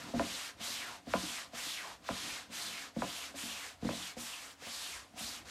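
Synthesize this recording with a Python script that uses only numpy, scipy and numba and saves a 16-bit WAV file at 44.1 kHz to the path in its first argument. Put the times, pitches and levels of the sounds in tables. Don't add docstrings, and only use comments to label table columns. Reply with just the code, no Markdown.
import sys
import numpy as np
from scipy import signal
from scipy.fft import rfft, irfft, next_fast_len
from scipy.io import wavfile
from scipy.ndimage import uniform_filter1d
from numba import njit

SR = 44100
rng = np.random.default_rng(int(sys.argv[2]) if len(sys.argv) > 2 else 0)


def materialize(psi):
    bounded = np.clip(np.atleast_2d(psi).T, -1, 1)
    quanta = np.round(bounded * 32767).astype(np.int16)
    wavfile.write(sys.argv[1], SR, quanta)


def attenuation_scalar(level_db):
    decades = np.asarray(level_db, float) / 20
    return 10 ** decades


N = 242936

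# (pitch [Hz], level [dB], time to fade 60 dB [s])
HOLLOW_TONES = [(81.1, -18, 0.157), (142.4, -19, 0.29), (188.97, -6.5, 0.199), (237, 0, 0.0944),
                (277.2, -1.5, 0.1028), (306.9, -8.5, 0.236)]
# (pitch [Hz], level [dB], time to fade 60 dB [s])
PANEL_TONES = [(461.2, -11, 0.395), (522.5, 5.5, 0.0846), (580, -5.5, 0.264), (571.4, 10.5, 0.0338),
               (686.3, 11.5, 0.0655), (695, 0.5, 0.111), (781.4, 5.5, 0.026), (909, -2.5, 0.084),
               (1000.3, 8, 0.111), (1019.9, 2.5, 0.174), (1086, -22.5, 0.143), (1193, 0.5, 0.097)]


def hand():
    # (under way [s], slows [s], hiss [dB], change over the stroke [dB])
    strokes = [(-.29, 0.148, -48, -6.5), (0.129, 0.469, -48, 1.5), (0.614, 0.947, -45.5, -6),
               (1.071, 1.4, -49, 3), (1.552, 1.926, -46.5, -6.5), (2.044, 2.376, -48, 1.6),
               (2.527, 2.855, -46.5, -3), (2.96, 3.262, -51, 2.5), (3.363, 3.676, -48.5, -0.23),
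               (3.818, 4.093, -52, 4), (4.183, 4.5, -49.5, -4), (4.602, 4.967, -50, -0.33),
               (5.178, 5.373, -49, -0.72), (5.455, 5.819, -50.5, 3.5)]
    rests_s = [.07, .09, .072, .105, .062, .125, .075, .11, .096, .085, .071, .133, .075, .07]
    # (fastest moment [s], note [Hz], note sinks an octave in [s],
    # note level [dB], top end level [dB])
    speeds = [(-.1, 2990, 0.127, -1.8, -2.1), (.33, 3530, 0.169, -2.5, -0.6),
              (.7, 4360, 0.1265, 1.06, -1.47), (1.23, 3910, 0.1655, -1, 0.15), (1.7, 3907, .095, 2.5, -1),
              (2.19, 3600, 0.212, -2, -1.55), (2.62, 4163, 0.1794, -1.8, -0.72),
              (3.12, 3504, 0.194, -0.04, 0.77), (3.46, 3287, 0.215, -2.5, 1.94),
              (3.98, 3610, 0.168, -0.73, -0.5), (4.26, 3465, 0.197, -2, 3), (4.76, 4350, 0.175, 1.3, 2.32),
              (5.28, 4500, 0.1294, 0.33, 1.85), (5.6, 3500, .16, -0.5, 2)]
    # (share of the stroke [0-1], hiss [dB], top end over hiss [dB], note over hiss [dB])
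    pull = [(-.1, -4.5, -15.5, -7), (.08, 1.78, -6, -4), (.3, 2.06, -8, 0.77), (.6, 0.37, -11.5, 1.43),
            (.9, 0.76, -10.5, -2.5), (1.15, -3, -13.5, -7)]
    # (share of the stroke [0-1], hiss [dB], top end over hiss [dB], note over hiss [dB])
    push = [(-.1, -15.5, -14.5, -0.5), (.12, 0.36, -13, -2.5), (.4, 1.5, -10, -0.64), (.7, 1.44, -8, -1),
            (.95, 1.65, -9.5, -4.5), (1.2, -4.5, -13, -9)]
    climb_s, climb_bend = 0.1103, 1.85
    sink_bend, stop_bend = 1.468, 2.18
    range_oct, climb_loss_db_per_oct = 2.2, 4
    set_off_db_per_s = 411

    t = np.arange(0, N + 64, 64) / SR
    courses = []
    for k, (stroke, rest_s, speed) in enumerate(zip(strokes, rests_s, speeds)):
        start_s, stop_s, level_db, change_db = stroke
        fastest_s, top_hz, sink_s, strength_db, bright_db = speed
        share, *shape = np.transpose(push if k % 2 else pull)
        progress = (t - start_s) / (stop_s - start_s)
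        hiss_db, top_db, note_db = [np.interp(progress, share, c) for c in shape]

        early_s = np.maximum(start_s - t, 0)
        late_s = np.maximum(t - stop_s, 0)
        hiss_db += level_db + change_db * np.clip(progress, 0, 1)
        hiss_db -= set_off_db_per_s * early_s + 20 * (late_s / rest_s) ** stop_bend

        octaves = (np.maximum(fastest_s - t, 0) / climb_s) ** climb_bend
        note_db -= climb_loss_db_per_oct * np.minimum(octaves, range_oct)
        octaves += (np.maximum(t - fastest_s, 0) / sink_s) ** sink_bend
        note_hz = top_hz / 2 ** np.minimum(octaves, range_oct)
        courses.append([hiss_db, top_db + bright_db, note_hz, note_db + strength_db])

    courses = np.array(courses)
    loudest = courses[:, 0].argmax(axis=0)
    louder = np.take_along_axis(courses, loudest[None, None], axis=0)[0]
    return [np.interp(np.arange(N) / SR, t, c) for c in louder]


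def cloth(hiss_db, top_db, note_hz, note_db):
    # (frequency [Hz], level per Hz [dB])
    hiss_colour = [(290, -55), (500, -22.5), (699, -5), (770, -6), (1030, -4.5), (1240, -3), (1500, -4.5),
                   (1730, -4), (2520, -4.5), (3720, -4), (5660, -6.5), (7790, -8), (12900, -19),
                   (14000, -19.5)]
    split_hz, patchy_db = 4390, 0.96
    hiss = rfft(coloured(rng.standard_normal(N), hiss_colour))
    octaves = np.log2(np.fft.rfftfreq(N, 1 / SR) + 1)
    patches = 0
    for centre in np.arange(8, 14.5, .5):
        share = np.cos(np.pi * np.clip(octaves - centre, -.5, .5)) ** 2
        lift_db = (top_db + 10) * np.clip(centre - np.log2(split_hz), 0, 1)
        patches = patches + irfft(hiss * share, N) * attenuation_scalar(lift_db + patchy_db * drift(33))

    note_hz = np.clip(note_hz * attenuation_scalar(.45 * drift(25)), 300, 7000)
    noise = rng.standard_normal((2, N))
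    once = glide(noise[0], note_hz, 3., SR) * np.sqrt(note_hz)
    note = rms_one(glide(once, note_hz, 3., SR))
    note *= attenuation_scalar(-3.3 + 2.2 * drift(16))
    hump = rms_one(glide(noise[1], 1.142 * note_hz, 0.96, SR)) * attenuation_scalar(-0.5)
    return attenuation_scalar(hiss_db + 1.0 + 0.13 * drift(27)) * (rms_one(patches) + attenuation_scalar(note_db) * (note + hump))


def rumble(hiss_db, sway_db):
    # (time [s], level [dB])
    weight = [(0, -54), (.09, -45.5), (.2, -78), (.32, -57.5), (.42, -71), (.71, -57), (.95, -65.5),
              (1.26, -70), (1.4, -68), (2.12, -68), (2.25, -51.5), (2.4, -69.5), (2.67, -58), (2.96, -74.5),
              (3.36, -60), (3.7, -73.5), (5.1, -70.5), (5.3, -63.5)]
    hollow_db, = in_time(weight)
    panels_db = -56.5 + 0.3 * (hollow_db + 66.5)
    slack_db = .6 * np.minimum(hiss_db + 52, 0)

    drag = rng.standard_normal((2, N)) * attenuation_scalar(2.37 * drift(25))
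    hollow = sum(attenuation_scalar(db) * ring(drag[0], hz, 1.1 * t60) for hz, db, t60 in HOLLOW_TONES[1:])
    panel = sum(attenuation_scalar(db - 1.6 * np.log2(hz / 700)) * ring(drag[1], hz, 0.92 * t60)
                for hz, db, t60 in PANEL_TONES)
    body = attenuation_scalar(hollow_db - 1.0) * rms_one(hollow)
    body += attenuation_scalar(panels_db - 5.5 + slack_db) * rms_one(panel)
    return body + attenuation_scalar(sway_db - 6.5) * rms_one(band(rng.standard_normal(N), 51.9, 90.9))


def knocks():
    # (time [s], peak [dB], hollow [dB], panel [dB], edge crack [dB])
    strikes = [
        (0.195, -26.5, -7, -4, 1),
        (1.137, -18, -11.5, -10, -3.5),
        (2.089, -25.5, -5, -7, -6.5),
        (3.02, -22, -10.5, -10, -9),
        (3.889, -27.5, -9, -8.5, -11),
        (4.667, -41.5, -20.5, -12, -3.5),
    ]
    # (pitch [Hz], level [dB], time to fade 60 dB [s])
    edge_tones = [(1450, 4, .04), (1850, 2, .035), (2230, 2, .03), (2630, 0, .025)]
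    s, peak_db, hollow_db, panel_db, edge_db = np.transpose(strikes)
    dull = signal.lfilter(*signal.butter(2, 1050, fs=SR), clicks(s, peak_db + panel_db + 40.5))
    sharp = clicks(s, peak_db + edge_db + 24.5)
    wood = band(band(dull + sharp, 585, 2860), 203, 3450)
    wood += blows(s, peak_db + hollow_db - 4.0, HOLLOW_TONES, rattle_db=-4.0, rattle_s=0.0237)
    wood += blows(s, peak_db + panel_db - 13.5, PANEL_TONES, rattle_db=0.0, rattle_s=0.0168)
    wood += blows(s, peak_db + edge_db - 23.5, edge_tones, rattle_db=3.0, rattle_s=0.0056)
    return dispersed(wood, cycles=2.4, first_hz=2600)


def thumps():
    # (time [s], hollow [dB], panel [dB], boom [Hz], tap [Hz])
    landings = [(0.139, -28.5, -29.5, 247.7, 539.2), (0.159, -28.5, -61.5, 233.4, 533),
                (0.606, -44.5, -48, 222.2, 705), (1.072, -39, -42, 245.4, 518),
                (1.234, -36.5, -53.5, 304.9, 538), (1.535, -45.5, -41, 237, 685.6),
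                (1.667, -46.5, -51.5, 303.6, 522.6), (2.498, -46, -53.5, 237, 526),
                (2.966, -26.5, -36.5, 229.4, 531.5), (3.343, -45.5, -41, 271.3, 566),
                (3.433, -41.5, -65.5, 236.9, 431), (3.827, -30, -41.5, 235.1, 441),
                (3.85, -23.5, -35, 237, 489), (3.934, -63, -41, 237, 668), (4.169, -37.5, -40.5, 237, 508),
                (4.621, -60, -45.5, 178, 701), (4.665, -49, -50, 234, 528), (5.139, -50, -53, 231, 695),
                (5.164, -51.5, -48, 248.4, 747), (5.208, -42.5, -46, 224.9, 758)]
    s, hollow_db, panel_db, boom_hz, tap_hz = np.transpose(landings)
    wood = band(clicks(s, panel_db + 35.0), 418, 419)
    wood += band(clicks(s, hollow_db + 25.5), 130.5, 337)
    wood += blows(s, hollow_db - 11.5, HOLLOW_TONES, rattle_db=4.5, rattle_s=0.053)
    wood += blows(s, panel_db - 23.5, PANEL_TONES[:6], rattle_db=8.5, rattle_s=0.0132)
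    after_s = np.arange(SR // 5) / SR
    for k, start in enumerate((s * SR).astype(int)):
        boom = attenuation_scalar(hollow_db[k] - 1.0 - 60 * after_s / 0.1745) * np.sin(2 * np.pi * boom_hz[k] * after_s)
        tap = attenuation_scalar(panel_db[k] - 1.0 - 60 * after_s / 0.0713) * np.sin(2 * np.pi * tap_hz[k] * after_s)
        wood[start:start + len(boom)] += (boom + tap)[:N - start]
    return dispersed(wood, cycles=1.3495, first_hz=462.3)


def sway():
    # (time [s], level [dB])
    jolt_times = [(.14, -39), (.54, -51.5), (.9, -60.5), (1.08, -44.5), (1.56, -63.5), (1.9, -61),
                  (2.09, -51.5), (2.48, -63), (2.96, -46), (3.38, -59), (3.74, -53), (3.82, -46.5),
                  (4.92, -52.5), (5.2, -50.5), (5.4, -53)]
    rest_db, rise_s, t60_s = -70.5, 0.0162, 0.38
    fade = attenuation_scalar(-60 / (t60_s * SR))
    rise = np.exp(-1 / (rise_s * SR))
    force = clicks(*np.transpose(jolt_times))
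    jolts = signal.lfilter([1 - rise], np.convolve([1, -fade], [1, -rise]), force)
    return 20 * np.log10(attenuation_scalar(rest_db + 1.22 * drift(5)) + 1.09 * jolts)


def room(x):
    t60_s, wall_cut_hz = 0.305, 2450
    size = next_fast_len(N + SR)
    w = 2 * np.pi * np.fft.rfftfreq(size)
    dull = 1 / (1 + 1j * w * SR / (2 * np.pi * wall_cut_hz))
    echo = 0
    for k, lag in enumerate(rng.uniform(.011, .037, 8) * SR):
        loop = attenuation_scalar(-60 * lag / SR / t60_s) * dull * np.exp(-1j * w * lag)
        echo = echo + (-1) ** k * loop / (1 - loop)
    return irfft(rfft(x, size) * echo, size)[:N]


def room_tone():
    # (frequency [Hz], level per Hz [dB])
    tone_colour = [(24, -37), (40, -3.5), (74, 3), (192, -19.5), (277, 2.5), (372, -12), (704, -2),
                   (878, -9), (2920, -13), (7770, -19), (14000, -29.5)]
    return attenuation_scalar(-63) * coloured(rng.standard_normal(N), tone_colour)


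def rms_one(x):
    return x / np.sqrt(np.mean(x ** 2) + 1e-20)


def in_time(rows):
    s, *columns = np.transpose(rows)
    return [np.interp(np.arange(N) / SR, s, c) for c in columns]


def drift(rate):
    r = np.exp(-80 * np.pi * rate / SR)
    coarse = rng.standard_normal(N // 40 + 2002)
    slow = signal.lfilter([1], [1, -2 * r, r * r], coarse)[2000:]
    return np.interp(np.arange(N) / 40, np.arange(len(slow)), rms_one(slow))


def ring(force, hz, t60):
    r = attenuation_scalar(-60 / (t60 * SR))
    w = 2 * np.pi * hz / SR
    return signal.lfilter([0, np.sin(w)], [1, -2 * r * np.cos(w), r * r], force + 1e-18)


def coloured(x, spectrum):
    hz, level_db = np.transpose(spectrum)
    axis_hz = np.maximum(np.fft.rfftfreq(N, 1 / SR), 1)
    gain = attenuation_scalar(np.interp(np.log(axis_hz), np.log(hz), level_db))
    return rms_one(irfft(rfft(x) * gain, N))


@njit
def glide(x, hz, q, sr):
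    out, band, low = np.zeros(len(x)), 0., 0.
    for i in range(len(x)):
        g = np.tan(np.pi * hz[i] / sr)
        high = (x[i] - (1 / q + g) * band - low) / (1 + g / q + g * g)
        out[i] = band + g * high
        band = out[i] + g * high
        low += 2 * g * out[i]
    return out / np.sqrt(hz)


def band(x, low_hz, high_hz):
    return signal.sosfilt(signal.butter(2, [low_hz, high_hz], "band", fs=SR, output="sos"), x)


def clicks(s, level_db):
    force = np.zeros(N)
    force[np.round(s * SR).astype(int)] = attenuation_scalar(level_db)
    return force


def blows(s, level_db, modes, rattle_db, rattle_s):
    force = clicks(s, level_db)
    fade = np.exp(-1 / (rattle_s * SR))
    rattle = attenuation_scalar(rattle_db) * signal.lfilter([1], [1, -fade], force)
    rattle = rattle * rng.standard_normal(N) / np.sqrt(rattle_s * SR)
    chance_db = 2.5 * rng.standard_normal((len(s), len(modes)))
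    wood = 0
    for k, (hz, db, t60) in enumerate(modes):
        blow = (-1) ** k * clicks(s, level_db + chance_db[:, k])
        wood = wood + ring(blow + rattle, hz, t60) * attenuation_scalar(db)
    return wood


def dispersed(x, cycles, first_hz):
    hz = np.clip(np.fft.rfftfreq(N, 1 / SR), 120, 4000)
    late_s = cycles * (1 / hz - 1 / first_hz)
    return irfft(rfft(x) * np.exp(-2j * np.pi * np.cumsum(late_s) * SR / N), N)


def scene():
    hiss_db, top_db, note_hz, note_db = hand()
    near = cloth(hiss_db, top_db, note_hz, note_db)
    near += rumble(hiss_db, sway()) + knocks() + thumps()
    return np.tile(near + attenuation_scalar(-17.5) * room(near) + room_tone(), (2, 1))


def roll_off(x):
    return signal.sosfilt(signal.butter(12, 15620, fs=SR, output="sos"), x)


def record(dry):
    # (pitch [Hz], level under the sound [dB], rarity [spreads])
    whistles = [(14812, -43, -.3), (15563, -44, .9)]
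    # (from [s], to [s])
    swaps = [
        (.2, .46),
        (1.21, 1.45),
        (2.1, 2.42),
        (4.66, 5.07),
    ]
    t = np.arange(N) / SR
    x = signal.sosfilt(signal.butter(3, 52, "high", fs=SR, output="sos"), dry)
    low = signal.sosfilt(signal.ellip(8, .5, 65, 14100, fs=SR, output="sos"), x)
    lower = signal.sosfilt(signal.ellip(8, .5, 65, 13400, fs=SR, output="sos"), x)
    top = signal.sosfilt(signal.ellip(6, .5, 50, 14300, "high", fs=SR, output="sos"), x)

    recent = signal.lfilter([.0003], [1, -.9997], np.abs(x[0]), zi=[.003])[0]
    spared = uniform_filter1d(1. * (recent < attenuation_scalar(-50.5 + 1.5 * drift(25))), size=600)

    level = np.sqrt(uniform_filter1d(band(x[0], 9000, 13000) ** 2, size=1500) + 1e-12)
    swapped = uniform_filter1d(sum(1. * (t > a) * (t < b) for a, b in swaps), size=400)
    low = low + swapped * (lower - low + attenuation_scalar(-16) * level * np.sin(2 * np.pi * 14062 * t))
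    for hz, db, rarity in whistles:
        sounding = uniform_filter1d(1. * (drift(7) - swapped > rarity), size=400)
        low = low + attenuation_scalar(db + 20) * level * sounding * np.sin(2 * np.pi * hz * t)
    return roll_off(low + attenuation_scalar(-5.5) * spared * top)


dry = scene()
out = record(dry)
materialize(out)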